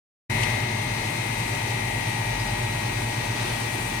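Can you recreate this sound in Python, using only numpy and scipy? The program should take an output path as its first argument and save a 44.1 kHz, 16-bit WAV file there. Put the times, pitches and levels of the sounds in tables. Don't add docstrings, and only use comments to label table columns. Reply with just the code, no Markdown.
import sys
import numpy as np
from scipy import signal
from scipy.fft import rfft, irfft
from scipy.io import wavfile

SR = 44100
rng = np.random.default_rng(int(sys.argv[2]) if len(sys.argv) > 2 else 0)


def dump_mix(stems):
    frames = np.atleast_2d(stems).T
    limited = np.clip(frames, -1, 1)
    pcm = np.round(limited * 32767).astype(np.int16)
    wavfile.write(sys.argv[1], SR, pcm)


N = 176400

TIME = np.arange(N) / SR
BINS = np.maximum(np.arange(N // 2 + 1) * SR / N, 1)

# (time [s], level [dB])
SCENE_LEVEL = [(0.29, -80), (0.299, 0), (0.36, 2.5), (0.43, 3), (0.52, 2), (0.68, 0), (0.85, 0.05), (2, 0),
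               (3.2, 0.5), (4, 0.2)]
STOP_FROM_HZ = 16400

GEAR_HZ, GEAR_TURNS_PER_S, GEAR_PEAK_S = 115.78, 9.03, 2.524
GEAR_STEPS = [-1, 0, 1, 2, 3]
GEAR_LEVELS = [-40.3, -33.7, -42, -48.5, -49.5]
# (time [s], wander [radians])
GEAR_SLACK = [(0.3, 1.3), (.8, 0.98), (1.4, 0.4), (2, 0.43), (4, 0.43)]
# (time [s], level [dB])
LOAD = [(0.3, -.5), (0.7, 1.5), (1.15, -2), (2, 0), (2.7, 1), (3.1, -0.5), (3.3, -1), (4, -5)]
# (pitch [Hz], level [dB])
HUM = [(100.05, -41), (154.64, -47.5), (222.48, -45), (368.3, -52.5)]

RUMBLE_HZ, RUMBLE_BEATS_PER_S, RUMBLE_PEAK_S = 45.63, 1.98, 2.44
RUMBLE_STEPS = [0, 1]
RUMBLE_LEVELS = [-45.5, -51]
# (time [s], level [dB])
RUMBLE_SWELL = [(0.3, -3), (0.9, -2.5), (1.5, -1), (2.45, 4), (3, 2), (3.4, -1), (4, -1.5)]
BEAT_WAVER_DB, BEAT_WAVER_PER_S = 1.1, 2.9

SWITCH_HZ, SUPPLY_HZ = 2000.05, 32.087
WHINE_STEPS = [-9, -7, -3, -1, 1, 3, 5, 7, 9, 11, 13, 17, 19, 21, 23, 29, 33]
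# (left level [dB], right level [dB], change [dB/s])
WHINE = [(-47, -66, 1.5), (-67, -60.5, -7), (-36.5, -47.5, 2.44), (-39.5, -62, -3), (-55.5, -51, 4.5),
         (-39.5, -54.5, -3.5), (-40.5, -49, -0.5), (-52, -65, -1), (-63, -71, -7), (-39.5, -64, 2.2),
         (-44.5, -61, 1.5), (-40.5, -60, 1), (-56, -67, 5), (-65, -70, 7), (-52, -62, 0), (-61, -72, 0),
         (-52, -71, 0)]
OCTAVE_STEPS = [-6, -4, -2, 0, 2, 4, 6, 8]
# (left level [dB], right level [dB], change [dB/s])
WHINE_OCTAVE = [(-48, -52, 0), (-63, -61, 0), (-67, -60, 0), (-54.5, -49.5, 0), (-60, -65, 0),
                (-57, -64, 0), (-66, -67, 0), (-51, -63, 0)]
# (time [s], level [dB])
WHINE_LEVEL = [(0.3, 1.5), (.55, 1), (.75, 0.5), (2, 0.5), (4, -4)]
TONES_HZ = [604.9, 737.7, 795.9, 838.9, 907.3, 924.3, 939.5, 988.4, 1209.8, 1512.2, 1652.2, 2046.9, 2239.6,
            2382.6, 2570, 2828, 3024.6, 4860.3, 5840.4, 5942.3, 6001.9, 6061.4, 6180.2, 8624.6, 8912.6,
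            9091.9]
# (left level [dB], right level [dB])
TONE_LEVELS = [(-43, -48.5), (-46, -51.5), (-48, -74), (-42, -47), (-43, -48.5), (-49, -47.5), (-45, -54),
               (-50, -58.5), (-50, -68), (-50.5, -59), (-52, -55), (-46, -64), (-51.5, -61), (-47.5, -62),
               (-50.5, -56), (-51, -65), (-55, -64), (-63, -62), (-68, -77), (-58, -57), (-59, -59),
               (-56, -56), (-70, -57), (-61, -77), (-66, -77), (-54, -75)]
WAVER_DB, WAVER_PER_S, PHASE_WANDER_RAD = 1.5, 0.73, 0.28

# (frequency [Hz], left level [dB per Hz], right level [dB per Hz])
RUSH = [(20, -80, -78), (41.4, -64.5, -64), (75, -66, -65.5), (128, -59, -60), (254, -64, -62),
        (345, -64.5, -63), (514, -68, -69), (636, -67, -67.5), (860, -63, -68), (1116, -68, -71),
        (1390, -71, -77), (2100, -66.5, -88), (2660, -66, -72.5), (2870, -69, -77), (3230, -70.5, -74.5),
        (4260, -73, -76), (5400, -78, -78), (6170, -73.5, -81), (6430, -82, -77), (7430, -78, -82.5),
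        (8040, -74.5, -86.5), (9300, -74, -87), (10400, -77, -96), (10800, -81.5, -94), (13500, -83, -100),
        (16000, -90.5, -105)]
# (frequency [Hz], likeness [0-1])
LIKENESS = [(120, 0.97), (260, 0.86), (370, 0.66), (480, 0)]
FLICKER_DB, FLICKER_PER_S = 0.76, 17
# (time [s], level [dB])
TREBLE_LEVEL = [(0.3, -0.18), (0.7, -1.5), (1.4, .5), (2.6, -0.68), (3.3, -0.41), (3.85, 2.1), (4, -0.22)]
TREBLE_FROM_HZ = 7000

# (start [s], attack [s], hold [s], time to fall 60 dB [s], left level [dB])
HISSES = [(0.422, 0.0071, .01, .12, -36.5), (3.333, 0.046, .13, 1.0, -33.5)]
# (frequency [Hz], relative level [dB per Hz])
HISS_COLOUR = [(200, -6), (600, 5), (1500, 4), (3500, 4), (5000, -1.5), (7500, -11), (14000, -34)]
HISS_ROUGH_DB, HISS_ROUGH_PER_S = 0.7, 120
AIR_AND_TICK_RIGHT_DB = -4

# (start [s], left level [dB])
TICKS = [(0.433, -26), (1.548, -30), (1.704, -32)]
# (frequency [Hz], relative level [dB per Hz])
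TICK_COLOUR = [(1000, -29), (2900, 4), (4500, -9), (9000, -7.5), (14000, -31)]
TICK_T60_S = 0.045

# (start [s], length before the tail [s], pitch [Hz], left level [dB])
SQUEAKS = [(2.305, .045, 2930, -39), (2.388, .028, 4930, -35), (2.46, .04, 4920, -43)]
SQUEAK_WIDTH_HZ, SQUEAK_T60_S, SQUEAK_RIGHT_DB = 35, 0.15, -10


def from_db(db):
    return 10 ** (np.asarray(db) / 20)


def in_time(rows):
    return np.interp(TIME, *np.transpose(rows))


def per_bin(rows, axis=1):
    rows = np.array(rows)
    return np.interp(np.log(BINS), np.log(rows[:, 0]), rows[:, axis])


def shaped(gain):
    noise = irfft(rfft(rng.standard_normal((2, N))) * gain, N)
    return noise / noise.std()


def drift(rate):
    step = 100
    memory = np.exp(-2 * np.pi * rate * step / SR)
    chance = rng.standard_normal(3 * N // step)
    slow = signal.lfilter([1], [1, -2 * memory, memory * memory], chance)
    slow = slow[N // step:]
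    return np.interp(np.arange(N) / step, np.arange(len(slow)), slow / slow.std())


def tone(hz, db):
    phase = 2 * np.pi * (hz * TIME + rng.random()) + PHASE_WANDER_RAD * drift(WAVER_PER_S)
    gain = from_db(db + WAVER_DB * drift(WAVER_PER_S))
    return np.sqrt(2) * gain * np.sin(phase)


def throb(hz, rate, peak_s, steps, levels_db, wander_rad):
    start = 2 * np.pi * rng.random()
    total = np.zeros(N)
    for step, db in zip(steps, levels_db):
        turning = 2 * np.pi * (hz + step * rate) * (TIME - peak_s)
        gain = from_db(db + BEAT_WAVER_DB * drift(BEAT_WAVER_PER_S))
        total += gain * np.cos(turning + start + wander_rad * drift(1))
    return np.sqrt(2) * total


def envelope(start, attack, hold, t60):
    age = TIME - start
    rise = np.clip(age / attack, 0, 1)
    tail = from_db(-60 * np.maximum(age - attack - hold, 0) / t60)
    return rise * tail


def gear_drive():
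    gear = throb(GEAR_HZ, GEAR_TURNS_PER_S, GEAR_PEAK_S, GEAR_STEPS, GEAR_LEVELS, in_time(GEAR_SLACK))
    return from_db(in_time(LOAD)) * gear


def machine_hum():
    return from_db(in_time(LOAD)) * sum(tone(hz, db) for hz, db in HUM)


def motor_rumble():
    rumble = throb(RUMBLE_HZ, RUMBLE_BEATS_PER_S, RUMBLE_PEAK_S, RUMBLE_STEPS, RUMBLE_LEVELS, 0.22)
    return from_db(in_time(RUMBLE_SWELL)) * rumble


def inverter_whine():
    whine = np.zeros((2, N))
    combs = ((SWITCH_HZ, WHINE_STEPS, WHINE), (2 * SWITCH_HZ, OCTAVE_STEPS, WHINE_OCTAVE))
    for centre, steps, table in combs:
        for step, (left, right, change) in zip(steps, table):
            hz = centre + step * SUPPLY_HZ
            trend = change * (TIME - TIME.mean())
            whine += [tone(hz, db + trend) for db in (left, right)]
    return whine * from_db(in_time(WHINE_LEVEL))


def other_machine_tones():
    return sum(np.array([tone(hz, db) for db in ears]) for hz, ears in zip(TONES_HZ, TONE_LEVELS))


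def fan_and_cooling_rush():
    mid, side = rfft(rng.standard_normal((2, N)))
    alike = np.clip(per_bin(LIKENESS), 0, 1)
    pair = np.sqrt(1 + alike) * mid + np.sqrt(1 - alike) * side * [[1], [-1]]
    colour = from_db([per_bin(RUSH, axis=1), per_bin(RUSH, axis=2)])
    pair = pair * colour * np.sqrt(SR) / 2
    octave = np.maximum(np.floor(np.log2(BINS / TREBLE_FROM_HZ)), -7)
    total = np.zeros((2, N))
    for number in np.unique(octave):
        level_db = FLICKER_DB * drift(FLICKER_PER_S)
        if number >= 0:
            level_db = level_db + in_time(TREBLE_LEVEL)
        total += irfft(pair * (octave == number), N) * from_db(level_db)
    return total


def air_hisses():
    bursts = sum(from_db(db) * envelope(*shape) for *shape, db in HISSES)
    air = shaped(from_db(per_bin(HISS_COLOUR))) * bursts
    roughness = from_db(HISS_ROUGH_DB * drift(HISS_ROUGH_PER_S))
    return air * roughness * from_db([[0], [AIR_AND_TICK_RIGHT_DB]])


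def light_ticks():
    bursts = sum(from_db(db) * envelope(start, 0.00089, 0.002, TICK_T60_S) for start, db in TICKS)
    return shaped(from_db(per_bin(TICK_COLOUR))) * bursts * from_db([[0], [AIR_AND_TICK_RIGHT_DB]])


def pipe_squeaks():
    total = np.zeros((2, N))
    for start, length, hz, db in SQUEAKS:
        resonance = 1 / (1 + ((BINS - hz) / SQUEAK_WIDTH_HZ) ** 2)
        burst = envelope(start, length / 2, length / 2, SQUEAK_T60_S)
        total += from_db(db) * burst * shaped(resonance)
    return total * from_db([[0], [SQUEAK_RIGHT_DB]])


def scene():
    drives = gear_drive() + machine_hum() + motor_rumble()
    whines = inverter_whine() + other_machine_tones()
    return drives + whines + fan_and_cooling_rush() + air_hisses() + light_ticks() + pipe_squeaks()


def record(dry):
    started = TIME > SCENE_LEVEL[0][0]
    live = dry * from_db(in_time(SCENE_LEVEL)) * started
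    treble_cut = signal.cheby2(20, 70, STOP_FROM_HZ, fs=SR, output="sos")
    return signal.sosfilt(treble_cut, live)


dry = scene()
out = record(dry)
dump_mix(out)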